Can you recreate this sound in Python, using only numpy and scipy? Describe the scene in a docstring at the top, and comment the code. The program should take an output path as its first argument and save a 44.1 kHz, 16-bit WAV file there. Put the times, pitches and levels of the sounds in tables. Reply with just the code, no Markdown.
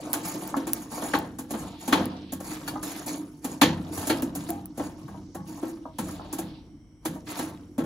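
"""On a lawn, glowing charcoal is raked with steel tongs in a drum-shaped steel grill.
Lumps crunch, tumble and drop as short grains and decaying modes; their knocks set grate and drum ringing.
The tongs clink as struck modes and scrape or judder by stick and slip; sparks snap as short noise bursts.
Insects buzz faintly in bands of noise over a low outdoor rumble, all heard at a pair of microphone ports."""
import sys
import numpy as np
from scipy import signal
from scipy.fft import rfft, irfft, next_fast_len
from scipy.io import wavfile
from scipy.ndimage import uniform_filter1d, map_coordinates

SR = 44100
rng = np.random.default_rng(int(sys.argv[2]) if len(sys.argv) > 2 else 0)


def store_wav(level_fs):
    """Save 16-bit WAV to argv[1]."""
    pcm = np.round(np.clip(np.atleast_2d(level_fs), -1, 1) * 32767)
    wavfile.write(sys.argv[1], SR, pcm.T.astype(np.int16))


N = 346185

# Levels in tables are relative. 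A spectrum's density_db is power per hertz and sets only the colour.


def amp(db):
    """Level law: decibels to amplitude gain."""
    return 10 ** (np.asarray(db) / 20)


def unit(x):
    """Normalisation: x at rms 1."""
    return x / np.sqrt(np.mean(x ** 2) + 1e-20)


def along(points, hz):
    """Logarithmic frequency scale: (hz, value) points interpolated at hz."""
    f, v = np.transpose(points)
    return np.interp(np.log(hz + 1), np.log(f + 1), v)


def wobble(rate, size=N):
    """Slow random modulation: a smooth curve through rate random knots a second."""
    knots = rng.standard_normal(int(size * rate / SR) + 4)
    return map_coordinates(knots, [np.arange(size) * rate / SR])


def filtered(x, response):
    """Linear filtering: the spectrum of x times a response of frequency."""
    m = next_fast_len(N + SR // 2)
    spectrum = rfft(x, m) * response(np.fft.rfftfreq(m, 1 / SR))
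    return irfft(spectrum, m)[..., :N]


def coloured(x, spectrum, size=4096):
    """Minimum-phase filtering: a causal colour that keeps the power of white noise."""
    cepstrum = irfft(np.log(amp(along(spectrum, np.fft.rfftfreq(size, 1 / SR)))))
    # folding the cepstrum onto positive times makes the filter causal
    cepstrum[1:size // 2] *= 2
    cepstrum[size // 2 + 1:] = 0
    pulse = irfft(np.exp(rfft(cepstrum)))
    return signal.fftconvolve(x, pulse[None] / np.linalg.norm(pulse), axes=1)[:, :N]


def fade(t, t60):
    """Exponential damping: a decay of 60 dB in t60 seconds."""
    return np.exp(-np.log(1000) * t / t60)


def add(track, s, sound):
    """Superposition: mix a sound into a track from time s in seconds."""
    part = track[..., max(round(s * SR), 0):][..., :sound.shape[-1]]
    part += sound[..., :part.shape[-1]]


def ringing(modes, t):
    """Modal synthesis: one complex decaying wave for each (hz, level_db, t60_s) mode."""
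    return np.array([amp(db) * fade(t, t60) * np.exp(2j * np.pi * hz * t) for hz, db, t60 in modes])


def struck(waves, scatter_db, detune):
    """Modal excitation: each blow weights the modes anew, and the shifting load makes their pitch wander."""
    sides = (2, len(waves))
    gains = amp(scatter_db * rng.standard_normal(sides))
    weights = gains * np.exp(2j * np.pi * rng.random(sides))
    steps = np.arange(waves.shape[1])
    bent = np.cumsum(1 + detune * wobble(30, size=len(steps)))
    return np.array([np.interp(bent, steps, wave, right=0) for wave in (weights @ waves).imag])


def grains(rate, low_hz, high_hz, cycles, spread_db):
    """Granular contact noise: rate brief rings a second, each at its own pitch, a few much louder."""
    when, pitch, force, lean = rng.random((int(rate * N / SR), 4)).T
    hz = low_hz * (high_hz / low_hz) ** pitch
    # the second limit on a grain's length bounds the memory used
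    t = np.arange(int(min(cycles / low_hz * SR, 2600000.0 / len(hz)))) / SR
    size = amp(-spread_db * np.log(1 - .97 * force)) * hz / low_hz
    waves = size[:, None] * np.sin(2 * np.pi * hz[:, None] * t) * fade(t, cycles / hz[:, None])
    at = ((when * N).astype(int)[:, None] + np.arange(len(t))).ravel()
    turn = 2 * np.pi * lean[:, None]
    pair = [np.bincount(at, (waves * way(turn)).ravel(), N)[:N] for way in (np.cos, np.sin)]
    return unit(np.array(pair))


def in_drum(x, wet_db, t60):
    """Reverberation: sound bounces between the steel walls before it leaves, as a decaying noise tail."""
    t = np.arange(SR // 3) / SR
    tail = rng.standard_normal((2, len(t))) * fade(t, t60)
    echo = signal.fftconvolve(x, tail / np.linalg.norm(tail[0]), axes=1)[:, :N]
    return x + amp(wet_db) * echo


def gesture(events, rise_s, fall_db_per_s):
    """Level envelope in dB: each (start_s, length_s, level_db) rises 20 dB in rise_s, holds, then falls."""
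    t = np.arange(N) / SR
    level = np.full(N, -120.)
    for s, length, db in events:
        before, after = np.maximum(s - t, 0), np.maximum(t - s - length, 0)
        level = np.maximum(level, db - 20 * before / rise_s - fall_db_per_s * after)
    return level


def patchy(x, depth_db):
    """Time-varying resonance: each lump under the tongs has its own colour, so broad bands come and go."""
    z = signal.stft(x, nperseg=512)[2]
    field = uniform_filter1d(rng.standard_normal(z.shape[1:]), size=3, axis=0)
    field = uniform_filter1d(field, size=9, axis=1)
    return unit(signal.istft(z * amp(depth_db * unit(field)), nperseg=512)[1][:, :N])


def chatter(rate):
    """Amplitude modulation: a gain that flickers as a loose contact rattles."""
    return unit(amp(4 * wobble(rate)))


def garden():
    """Band-limited noise: low outdoor rumble, a nearly steady insect chorus and swells of cicadas."""
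    # outdoor rumble: hz, density_db
    air_colour = [(20, -24), (40, -4.5), (60, -2.5), (100, -4), (220, -6), (400, -22), (1000, -31.5),
                  (3000, -45), (10000, -49), (16000, -56.5)]
    # insect chorus: centre_hz, width_hz, level_db
    chorus_bands = [(2150, 250, -81), (3100, 350, -81), (5650, 600, -74), (8150, 550, -75)]
    # swells of cicadas: start_s, length_s, centre_hz, width_hz, level_db
    cicada_swells = [(1.726, 0.62, 3460, 2345, -55), (4.8, 0.93, 5640, 2440, -68),
                     (6.131, 0.44, 3660, 2230, -57.5)]
    rise_s, fade_db_per_s = 0.37, 137

    def band(hz, width):
        noise = rng.standard_normal((2, N))
        return unit(filtered(noise, lambda f: np.exp(-2 * ((f - hz) / width) ** 2)))

    air = amp(-52.5 + 2.0 * wobble(2.6)) * coloured(rng.standard_normal((2, N)), air_colour)
    chorus = sum(amp(db + wobble(1.6)) * band(hz, width) for hz, width, db in chorus_bands)
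    cicadas = np.zeros((2, N))
    for s, length, hz, width, db in cicada_swells:
        swell_db = gesture([(s, length, db)], rise_s, fade_db_per_s) + 1.4 * wobble(64)
        cicadas += amp(swell_db) * band(hz, width)
    return air + chorus + cicadas


def stroke_levels():
    """Dissipation: after each stroke ash quiets soonest, lumps settle later, the drum falls quiet last."""
    # strokes of the tongs through the coals: start_s, length_s, tumbling_lumps_db, crunching_ash_db
    strokes = [(0.004, 0.3, -43.5, -54.5), (0.248, 0.098, -40.5, -44.5), (0.38, 0.12, -44, -50.5),
               (0.587, 0.053, -44, -62.5), (0.691, 0.14, -48, -52.5), (0.921, 0.23, -41.5, -46.5),
               (1.517, 0.13, -45.5, -51.5), (1.815, 0.15, -51.5, -52), (1.923, 0.1, -36, -55.5),
               (2.448, 0.089, -46, -47.5), (2.606, 0.13, -44, -55.5), (2.846, 0.15, -45, -46.5),
               (3.079, 0.058, -43, -44.5), (3.449, 0.088, -47, -53), (3.658, 0.3, -47, -65.5),
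               (3.931, 0.17, -41.5, -45.5), (4.082, 0.097, -38, -51.5), (4.354, 0.19, -48, -58),
               (4.785, 0.088, -47.5, -56), (4.983, 0.19, -54.5, -70), (5.477, 0.23, -50.5, -57.5),
               (6.007, 0.13, -49, -53.5), (6.201, 0.3, -53, -71), (7.058, 0.1, -52.5, -60.5),
               (7.287, 0.16, -43.5, -50)]
    bite_s = 0.035  # the tongs dig in
    ash_stop, lumps_settle, rumble_fade, trickle_fade = 201, 91, 33, 45  # dB per s
    trickle_db = -16  # ash keeps sifting down, this far below the crunch
    # drum rumble under a usual stroke, its dB per dB of tumbling, and the tumbling of a usual stroke
    rumble_db, rumble_grows, usual_stroke_db = -41, 0.53, -46
    lumps = [(s, length, db) for s, length, db, _ in strokes]
    ash = [(s, length, db) for s, length, _, db in strokes]
    drum = [(s, length, rumble_db + rumble_grows * (db - usual_stroke_db)) for s, length, db in lumps]
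    trickle = trickle_db + gesture(ash, bite_s, trickle_fade)
    ash_db = np.maximum(gesture(ash, bite_s, ash_stop), trickle)
    return gesture(drum, bite_s, rumble_fade), gesture(lumps, bite_s, lumps_settle), ash_db


def raking():
    """Granular friction: ash crunches finely, lumps tumble coarsely, and the grate jostles the drum."""
    # colours of crunching ash, tumbling lumps and drum rumble: hz, density_db
    crunch_colour = [(700, -11), (2000, 5), (3200, -2.5), (4400, 2.5), (5500, -1), (7300, 7), (10000, 4.5),
                     (13000, 2.5), (15600, -0.5), (16300, -28)]
    tumble_colour = [(200, -23.5), (400, 0), (600, -0.5), (850, 0.5), (1400, -6.5), (2200, -18.5),
                     (4000, -17), (8000, -47.5)]
    boom_colour = [(50, -37.5), (90, -19.5), (130, -16), (185, -4.5), (225, -4), (285, 0), (335, -1.5),
                   (400, -15), (700, -23)]
    chink_db = -12.5  # small hard pieces chinking, against the tumbling
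    boom_db, tumble_db, crunch_db = stroke_levels()
    crunch = coloured(grains(rate=1500, low_hz=2010, high_hz=15800, cycles=7.0, spread_db=1.0), crunch_colour)
    # charcoal is porous and dull: each contact dies within a few cycles
    tumble = coloured(grains(rate=520, low_hz=400, high_hz=5500, cycles=11, spread_db=2.4), tumble_colour)
    boom = coloured(grains(rate=240, low_hz=80, high_hz=450, cycles=8, spread_db=1), boom_colour)
    chinks = grains(rate=220, low_hz=1100, high_hz=6000, cycles=14, spread_db=3)
    # the heap holds and gives way in small slides, which the fine and the coarse share
    slides_db = 1.3 * wobble(35)
    crunch = patchy(in_drum(crunch, wet_db=5.5, t60=0.06), depth_db=3)
    crunch = amp(crunch_db + 5.5 + slides_db) * crunch
    tumble = patchy(in_drum(tumble, wet_db=2.0, t60=0.18), depth_db=1.5)
    tumble = amp(tumble_db + slides_db) * tumble
    boom = amp(boom_db) * unit(in_drum(boom, wet_db=7.0, t60=0.19))
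    chinks = amp(tumble_db + chink_db) * unit(in_drum(chinks, wet_db=0, t60=0.086))
    return crunch + tumble + chinks + boom


def drops():
    """Free vibration: a falling lump rings with a hollow tock in a few close, dull modes and nudges the grate."""
    # single lumps dropping: start_s, pitch_hz, tock_db, thud_db
    falls = [(0.052, 896, -40, -38), (0.421, 895, -38.5, -48), (0.5405, 1077, -26, -29.5),
             (0.978, 876, -31, -42), (2.757, 1010, -31.5, -38), (3.141, 924, -39.5, -29),
             (3.514, 866, -42, -39), (4.029, 1063, -35, -33), (5.143, 802, -38, -41.5),
             (5.575, 834, -43, -40), (5.854, 790, -30.5, -34.5), (6.194, 862, -33, -40),
             (6.247, 726, -38.5, -48), (7.157, 788, -39, -44)]
    # modes of a hollow lump: pitch_ratio, level_db, t60_s
    hollow = [(0.58, -6, .07), (0.81, 0, .08), (1, -2, .06), (1.21, -3, .08), (1.55, -9, .05),
              (2, -18, .04)]
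    thud_hz, thud_t60_s = 278.3, 0.072  # the grate gives under it
    t = np.arange(SR // 5) / SR
    tocks, thuds = np.zeros((2, 2, N))
    thud = (1 - fade(t, .03)) * fade(t, thud_t60_s) * np.sin(2 * np.pi * thud_hz * t)
    for s, hz, tock_db, thud_db in falls:
        waves = ringing([(hz * ratio, db, t60) for ratio, db, t60 in hollow], t)
        tock = (1 - fade(t, .008)) * struck(waves, scatter_db=1.5, detune=.02)
        add(tocks, s, amp(tock_db) * tock)
        add(thuds[0], s + .003, amp(thud_db + 7) * thud)
    return in_drum(tocks * chatter(rate=450), wet_db=-2.5, t60=0.2) + thuds


def sparks():
    """Impulsive radiation: a spark is a dry snap of noise, gone in milliseconds, with a faint echo."""
    # sparks bursting from the coals: start_s, level_db
    bursts = [(0.131, -8), (0.2853, -22), (0.476, -28.5), (0.733, -7.5), (1.1885, -24.5), (2.056, -26),
              (2.3348, -22.5), (4.2219, -21.5), (4.504, -19), (4.657, -25)]
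    # colour of a snap: hz, density_db
    pop_colour = [(700, -26), (1800, -15), (4000, -17), (7500, -12), (10000, 0), (15000, 3.5), (17000, -20)]
    t = np.arange(SR // 20) / SR
    snaps = np.zeros((2, N))
    for s, db in bursts:
        decay = fade(t, .0035) + amp(-20) * fade(t, .045)
        snap = rng.standard_normal((2, len(t))) * decay
        add(snaps, s + 0.00048, amp(db + 13.5) * snap / np.linalg.norm(snap[0]))
    return coloured(snaps, pop_colour)


def clunk(hz, count=14):
    """Multiple collision: lumps of many sizes around hz strike within a few milliseconds and ring."""
    # life in cycles, spread of log pitch, time over which they land (s)
    life_cycles, spread, clatter_s = 42, .28, .009
    delay, shift, lean = rng.random((3, count, 1))
    rank = (np.arange(count)[:, None] + shift) / count
    pitch = hz * np.exp(spread * np.sqrt(12) * (rank - .5))
    age = np.maximum(np.arange(SR // 8) / SR - clatter_s * delay, 0)
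    # middle sizes are the loudest
    waves = np.sin(2 * np.pi * pitch * age) * fade(age, life_cycles / pitch) * np.sin(np.pi * rank)
    pair = [(waves * way(2 * np.pi * lean)).sum(0) for way in (np.cos, np.sin)]
    return np.array(pair) * np.sqrt(8 / count)


def knocks():
    """Impact excitation: brittle lumps clatter and echo in the drum; grate and drum ring on."""
    # lumps knocked against grate and wall:
    # start_s, clack_db, clack_hz, thud_db, thud_hz, drum_boom_db, grit_db
    blows = [(0.136, -24.5, 1060, -34.5, 283, -58.5, -25), (0.252, -32, 875, -34.5, 178, -52.5, -34.5),
             (0.566, -24.5, 600, -21, 274, -58.5, -37.5), (0.67, -28.5, 790, -27.5, 316, -65, -34.5),
             (0.918, -33, 706, -37, 238, -62.5, -45), (1.022, -25.5, 723, -30, 235, -46.5, -42.5),
             (1.136, -14, 1280, -20.5, 287, -33, -39), (1.152, -20.5, 1360, -31, 308, -61, -41),
             (1.387, -33.5, 768, -30, 267, -45, -34), (1.507, -31, 523, -27, 285, -37.5, -33.5),
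             (1.537, -26, 520, -29, 220, -35.5, -46), (1.878, -25.5, 650, -26.5, 243, -41, -30),
             (1.926, -11, 1156, -14.5, 291, -28.5, -28), (1.951, -20.5, 814, -22, 287, -37.5, -55),
             (2.008, -34.5, 1170, -24.5, 257, -55, -58), (2.323, -32.5, 536, -31, 263, -39, -33),
             (2.403, -34, 543, -36, 300, -58, -41), (2.678, -31.5, 890, -42, 302, -42, -31.5),
             (2.829, -34, 1116, -47, 191, -59.5, -32), (3.063, -36.5, 670, -34.5, 265, -47, -34),
             (3.445, -29, 727, -28, 263, -41, -31), (3.615, -9.5, 903, -12, 287, -25, -19.5),
             (3.975, -30.5, 740, -37, 294, -55, -34), (4.071, -29.5, 490, -27, 274, -33.5, -26.5),
             (4.097, -17.5, 554, -18.5, 308, -40.5, -27.5), (4.223, -31, 484, -23, 262, -37.5, -34.5),
             (4.352, -35, 648, -33, 282, -34.5, -31), (4.489, -33, 1620, -27.5, 326.4, -39.5, -36.5),
             (4.776, -33.5, 540, -31, 240, -35.5, -40), (4.797, -25, 596, -28.5, 300, -43, -55),
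             (5.08, -38.5, 1120, -47, 207, -35, -55.5), (5.348, -33, 630, -33, 330, -35, -42.5),
             (5.628, -30, 622, -24, 325, -61, -49), (5.986, -27, 790, -29, 225, -31, -31.5),
             (6.085, -34.5, 1080, -44, 237, -62, -45), (6.328, -32, 776, -31, 284, -56, -30.5),
             (6.386, -29, 647, -28.5, 327, -34.5, -32), (7.053, -26.5, 830, -26, 318, -37.5, -29.5),
             (7.39, -25.5, 803, -25.5, 260, -39, -32.5), (7.781, -26, 422, -18, 263.3, -44, -40.5),
             (7.799, -29, 490, -32, 292, -30.5, -51), (7.838, -32.5, 610, -37, 290, -45, -48.5)]
    # modes of the steel drum and the air in it: pitch_hz, level_db, t60_s
    drum_modes = [(63, -26.5, 1.2), (90.8, -23.5, 1.87), (120.4, -21, 0.69), (162.1, -14, 0.72),
                  (190.7, -15, 0.99), (232.7, -10, 0.71), (262, -12, 0.8), (278.5, -9.5, .42),
                  (326.6, -4, 0.39), (374, -17, 0.48), (516.5, -17.5, 0.62)]
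    # modes of the bare grate, before the coals damp it: pitch_hz, level_db, t60_s
    steel_modes = [(770, -2, 0.14), (813, 2, 0.73), (879, 1.5, 0.49), (924, -2.5, 0.3), (1094, 2.5, 0.38),
                   (1164, -5, 0.11), (1334, -2.5, 0.27), (1495, -7.5, 0.52), (1630, -5.5, 0.55),
                   (1865, -12.5, .2), (2080, -8, 0.1), (2330, 3.5, 0.15), (2510, -0.5, 0.21),
                   (3210, -1, 0.57), (3430, 5, 0.15), (4160, -6, 0.16), (6803, -4, 0.16)]
    # colours of clack, clink and grit: hz, density_db
    clack_colour = [(150, -35), (330, -5), (500, 5.5), (650, -0.5), (850, 0), (1300, -5.5), (1800, -7),
                    (2400, -21.5), (5000, -43.5)]
    clink_colour = [(900, -44), (1700, 6), (2400, 1), (2900, 3.5), (3500, 2), (4200, 3), (5200, -7.5),
                    (7000, -6.5), (12000, -55)]
    grit_colour = [(1500, -45.5), (3500, -7), (5300, -2.5), (7000, 6.5), (10000, 5.5), (12500, 4),
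                   (15500, -2), (16300, -22)]
    # steel rings more under hard and gritty blows: dB, dB per dB of clack, dB per dB of grit
    clink_base_db, clink_per_clack, clink_per_grit = 6.5, 1.177, 0.46
    # lumps against the clack: level in dB, middle pitch as a ratio
    lump_db, lump_pitch = -1, 1.15
    t = np.arange(round(SR * .8)) / SR
    drum_waves, steel_waves = ringing(drum_modes, t), ringing(steel_modes, t)
    # the coals lying on the grate damp its ring
    steel_waves = steel_waves * fade(t, 0.45)
    deep = np.array([hz < 200 for hz, _, _ in drum_modes])[:, None]
    treble = np.array([hz > 2000 for hz, _, _ in steel_modes])[:, None]
    clack, clink, grit, body = np.zeros((4, 2, N))
    rise, soft_rise = 1 - np.exp(-t / 0.0037), 1 - np.exp(-t / 0.0017)
    deep_swell = 1 - np.exp(-t / 0.018)

    def clatter(t60, echo_db, echo_t60):
        decay = fade(t, t60) + amp(echo_db) * fade(t, echo_t60)
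        return rng.standard_normal((2, len(t))) * rise * decay

    for s, clack_db, clack_hz, thud_db, thud_hz, boom_db, grit_db in blows:
        clink_db = clink_base_db + clink_per_clack * clack_db + clink_per_grit * grit_db
        touch = s - .002
        add(clack, touch, amp(clack_db - 10.0) * clatter(t60=0.062, echo_db=-5, echo_t60=0.44))
        add(clink, touch, amp(clink_db - 2.0) * clatter(t60=0.084, echo_db=-5.0, echo_t60=0.31))
        add(grit, touch, amp(grit_db + 1) * clatter(t60=0.071, echo_db=-8.5, echo_t60=0.2))
        add(body, touch, amp(clack_db + lump_db) * clunk(lump_pitch * clack_hz) * rise[:SR // 8])
        # the loaded grate gives a moment later and bounces at a pitch that depends on where it is hit
        bounce = (1 - fade(t, .025)) * fade(t, 0.11) * np.sin(2 * np.pi * thud_hz * t)
        thud = amp(thud_db + 7) * bounce
        drive = np.where(deep, amp(boom_db + 10.5) * deep_swell, amp(thud_db - 4))
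        shell = struck(drum_waves * drive, scatter_db=2, detune=.025)
        add(body, s + 0.0024, soft_rise * (thud + shell))
        # hard contacts reach the upper modes of the steel
        hardness = np.where(treble, amp(clink_db - 11.5), amp(clack_db - 17))
        add(body, touch, rise * struck(steel_waves * hardness, scatter_db=3, detune=.004))
    # lumps rolling on the grate make the ring waver
    body = body * unit(amp(0.4 * wobble(45)))
    # debris lands unevenly, so each clatter dies away in small steps
    rattle = unit(amp(2 * wobble(130)))
    clatters = rattle * coloured(clack, clack_colour) + rattle * coloured(clink, clink_colour)
    return clatters + coloured(grit, grit_colour) + body


def scrapes():
    """Sliding friction: grit ground between tongs and grate slips densely and echoes in the drum."""
    # tongs grinding along the grate: start_s, length_s, level_db
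    grinds = [(2.5, 0.073, -47), (2.84, 0.17, -48), (4.41, 0.011, -53), (7.272, 0.13, -45),
              (7.378, 0.0363, -43), (7.49, 0.012, -55)]
    # colour of the scrape: hz, density_db
    scrape_colour = [(500, -19.5), (1000, 2.5), (1600, 2.5), (2500, -2.5), (4500, -5), (6500, -9.5),
                     (10000, -30.5)]
    bite_s, fade_db_per_s = 0.011, 214
    slips = rng.standard_normal((2, N)) * amp(5 * wobble(800))
    slips = in_drum(slips, wet_db=-2, t60=.07)
    return amp(gesture(grinds, bite_s, fade_db_per_s)) * patchy(coloured(slips, scrape_colour), depth_db=1)


def tong_clinks():
    """Damped bar modes: the struck arms of the tongs ring briefly, damped by the glove."""
    # tips striking something hard: start_s, level_db, pitch_ratio (set by the grip)
    hits = [(2.677, -29, 1.02), (4.098, -26, .98), (5.987, -42.5, 1.1), (7.057, -41.5, 1.1)]
    # modes of the tongs' arms: pitch_hz (before the grip's ratio), level_db, t60_s
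    arm_modes = [(1400, 0, .07), (1680, -2, .07), (2295, -8, .09), (2770, -3, .08), (3300, -9, .1),
                 (3690, -10, .07), (4355, 2, .07), (4760, -9, .09)]
    t = np.arange(SR // 5) / SR
    track = np.zeros((2, N))
    for s, db, ratio in hits:
        waves = ringing([(hz * ratio, level, t60) for hz, level, t60 in arm_modes], t)
        clink = (1 - fade(t, .012)) * struck(waves, scatter_db=1, detune=.003)
        add(track, s, amp(db) * clink)
    return in_drum(track * chatter(rate=430), wet_db=-13, t60=0.3)


def thumps():
    """Plate flexure: the load shifts and the drum's sheet-steel floor gives in a few soft, sagging cycles."""
    # dull thumps of the floor: start_s, nominal_pitch_hz, level_db
    gives = [(3.633, 184, -32), (3.698, 202, -26), (3.708, 152.3, -26.5), (3.734, 105, -33),
             (3.769, 171, -28), (3.798, 182, -29), (3.802, 90.2, -31.5), (3.852, 161, -33),
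             (3.911, 170, -30), (3.985, 99.4, -30), (2.737, 280, -28.5), (3.204, 283, -35),
             (5.047, 131, -31), (5.119, 160, -37), (5.408, 164, -34), (7.093, 172, -32)]
    t = np.arange(SR // 5) / SR
    track = np.zeros((2, N))
    for s, hz, db in gives:
        # the pitch sags from 1.12 to 0.92 of nominal
        phase = 2 * np.pi * np.cumsum(hz * (.92 + .2 * fade(t, .1))) / SR
        envelope = (1 - np.exp(-t / 0.0044)) * fade(t, 0.073)
        add(track[0], s, amp(db + 5.5) * envelope * np.sin(phase))
    return track


def judders():
    """Stick and slip: uneven jerks feed one resonance, which rings out when the tongs come free."""
    # tongs catching along the steel: start_s, length_s, pitch_hz, level_db
    catches = [(4.485, 0.017, 693, -34), (4.51, 0.042, 802, -39), (4.51, .03, 885, -47),
               (5.362, 0.041, 1110, -49.5), (5.362, 0.033, 834, -47), (5.635, 0.055, 330, -32.5),
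               (5.72, .09, 329.2, -41.5)]
    fade_db_per_s, rise_s, cycles_per_slip = 170, 0.0048, 7
    track = np.zeros((2, N))
    t = np.arange(SR // 3) / SR
    for s, length, hz, db in catches:
        slip_rate = hz / cycles_per_slip
        force = unit(amp(3 * wobble(slip_rate, size=len(t))))
        jerks = force * np.exp(.5j * wobble(slip_rate, size=len(t)))
        level = amp(db - fade_db_per_s * np.maximum(t - length, 0))
        wave = jerks * np.exp(2j * np.pi * hz * t) * (1 - np.exp(-t / rise_s)) * level
        add(track, s, np.array([wave.imag, wave.real]))
    return track


def ports(pair):
    """Interaural-style coherence: two ports share part of the sound, with phase and level differences."""
    # left-right likeness of the ports: hz, coherence (0 to 1)
    alike = [(50, .92), (120, .985), (300, .985), (600, .8), (1200, .6), (2500, .35), (4200, .5),
             (5300, .25), (7000, .8), (8600, .96), (15000, .95)]
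    # phase by which left leads (negative: lags): hz, lead_rad
    lead = [(300, 0), (1700, .4), (3000, 1.4), (4400, .1), (6300, -.3), (8600, -3.14), (10900, -6.28),
            (11500, -6.4), (13400, -9.42), (15200, -12.5)]
    # left minus right: hz, level_db
    balance = [(100, 1.5), (280, -1.5), (600, 0.5), (1100, 2.5), (2200, 1), (5000, -3.5), (8000, -0.5)]

    def split(hz):
        turn = np.arccos(np.clip(along(alike, hz), 0, 1)) / 2
        return np.array([np.cos(turn), np.sin(turn)])

    shared, apart = filtered(pair, split)
    sides = np.array([[.5], [-.5]])

    def offset(hz):
        return amp(sides * along(balance, hz)) * np.exp(1j * sides * along(lead, hz))

    return filtered(np.array([shared + apart, shared - apart]), offset)


def scene():
    """Superposition: every source summed and heard at the two ports."""
    coals = raking() + drops() + sparks() + knocks()
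    steel = scrapes() + tong_clinks() + thumps() + judders()
    return ports(garden() + coals + steel)


def record(dry):
    """Saturation and band limiting: the sharpest snaps are rounded off and nothing above 16.4 kHz is kept."""
    rounded = dry / (1 + np.abs(dry / .85) ** 8) ** (1 / 8)
    return filtered(rounded, lambda hz: hz < 16400)


dry = scene()
out = record(dry)
store_wav(out)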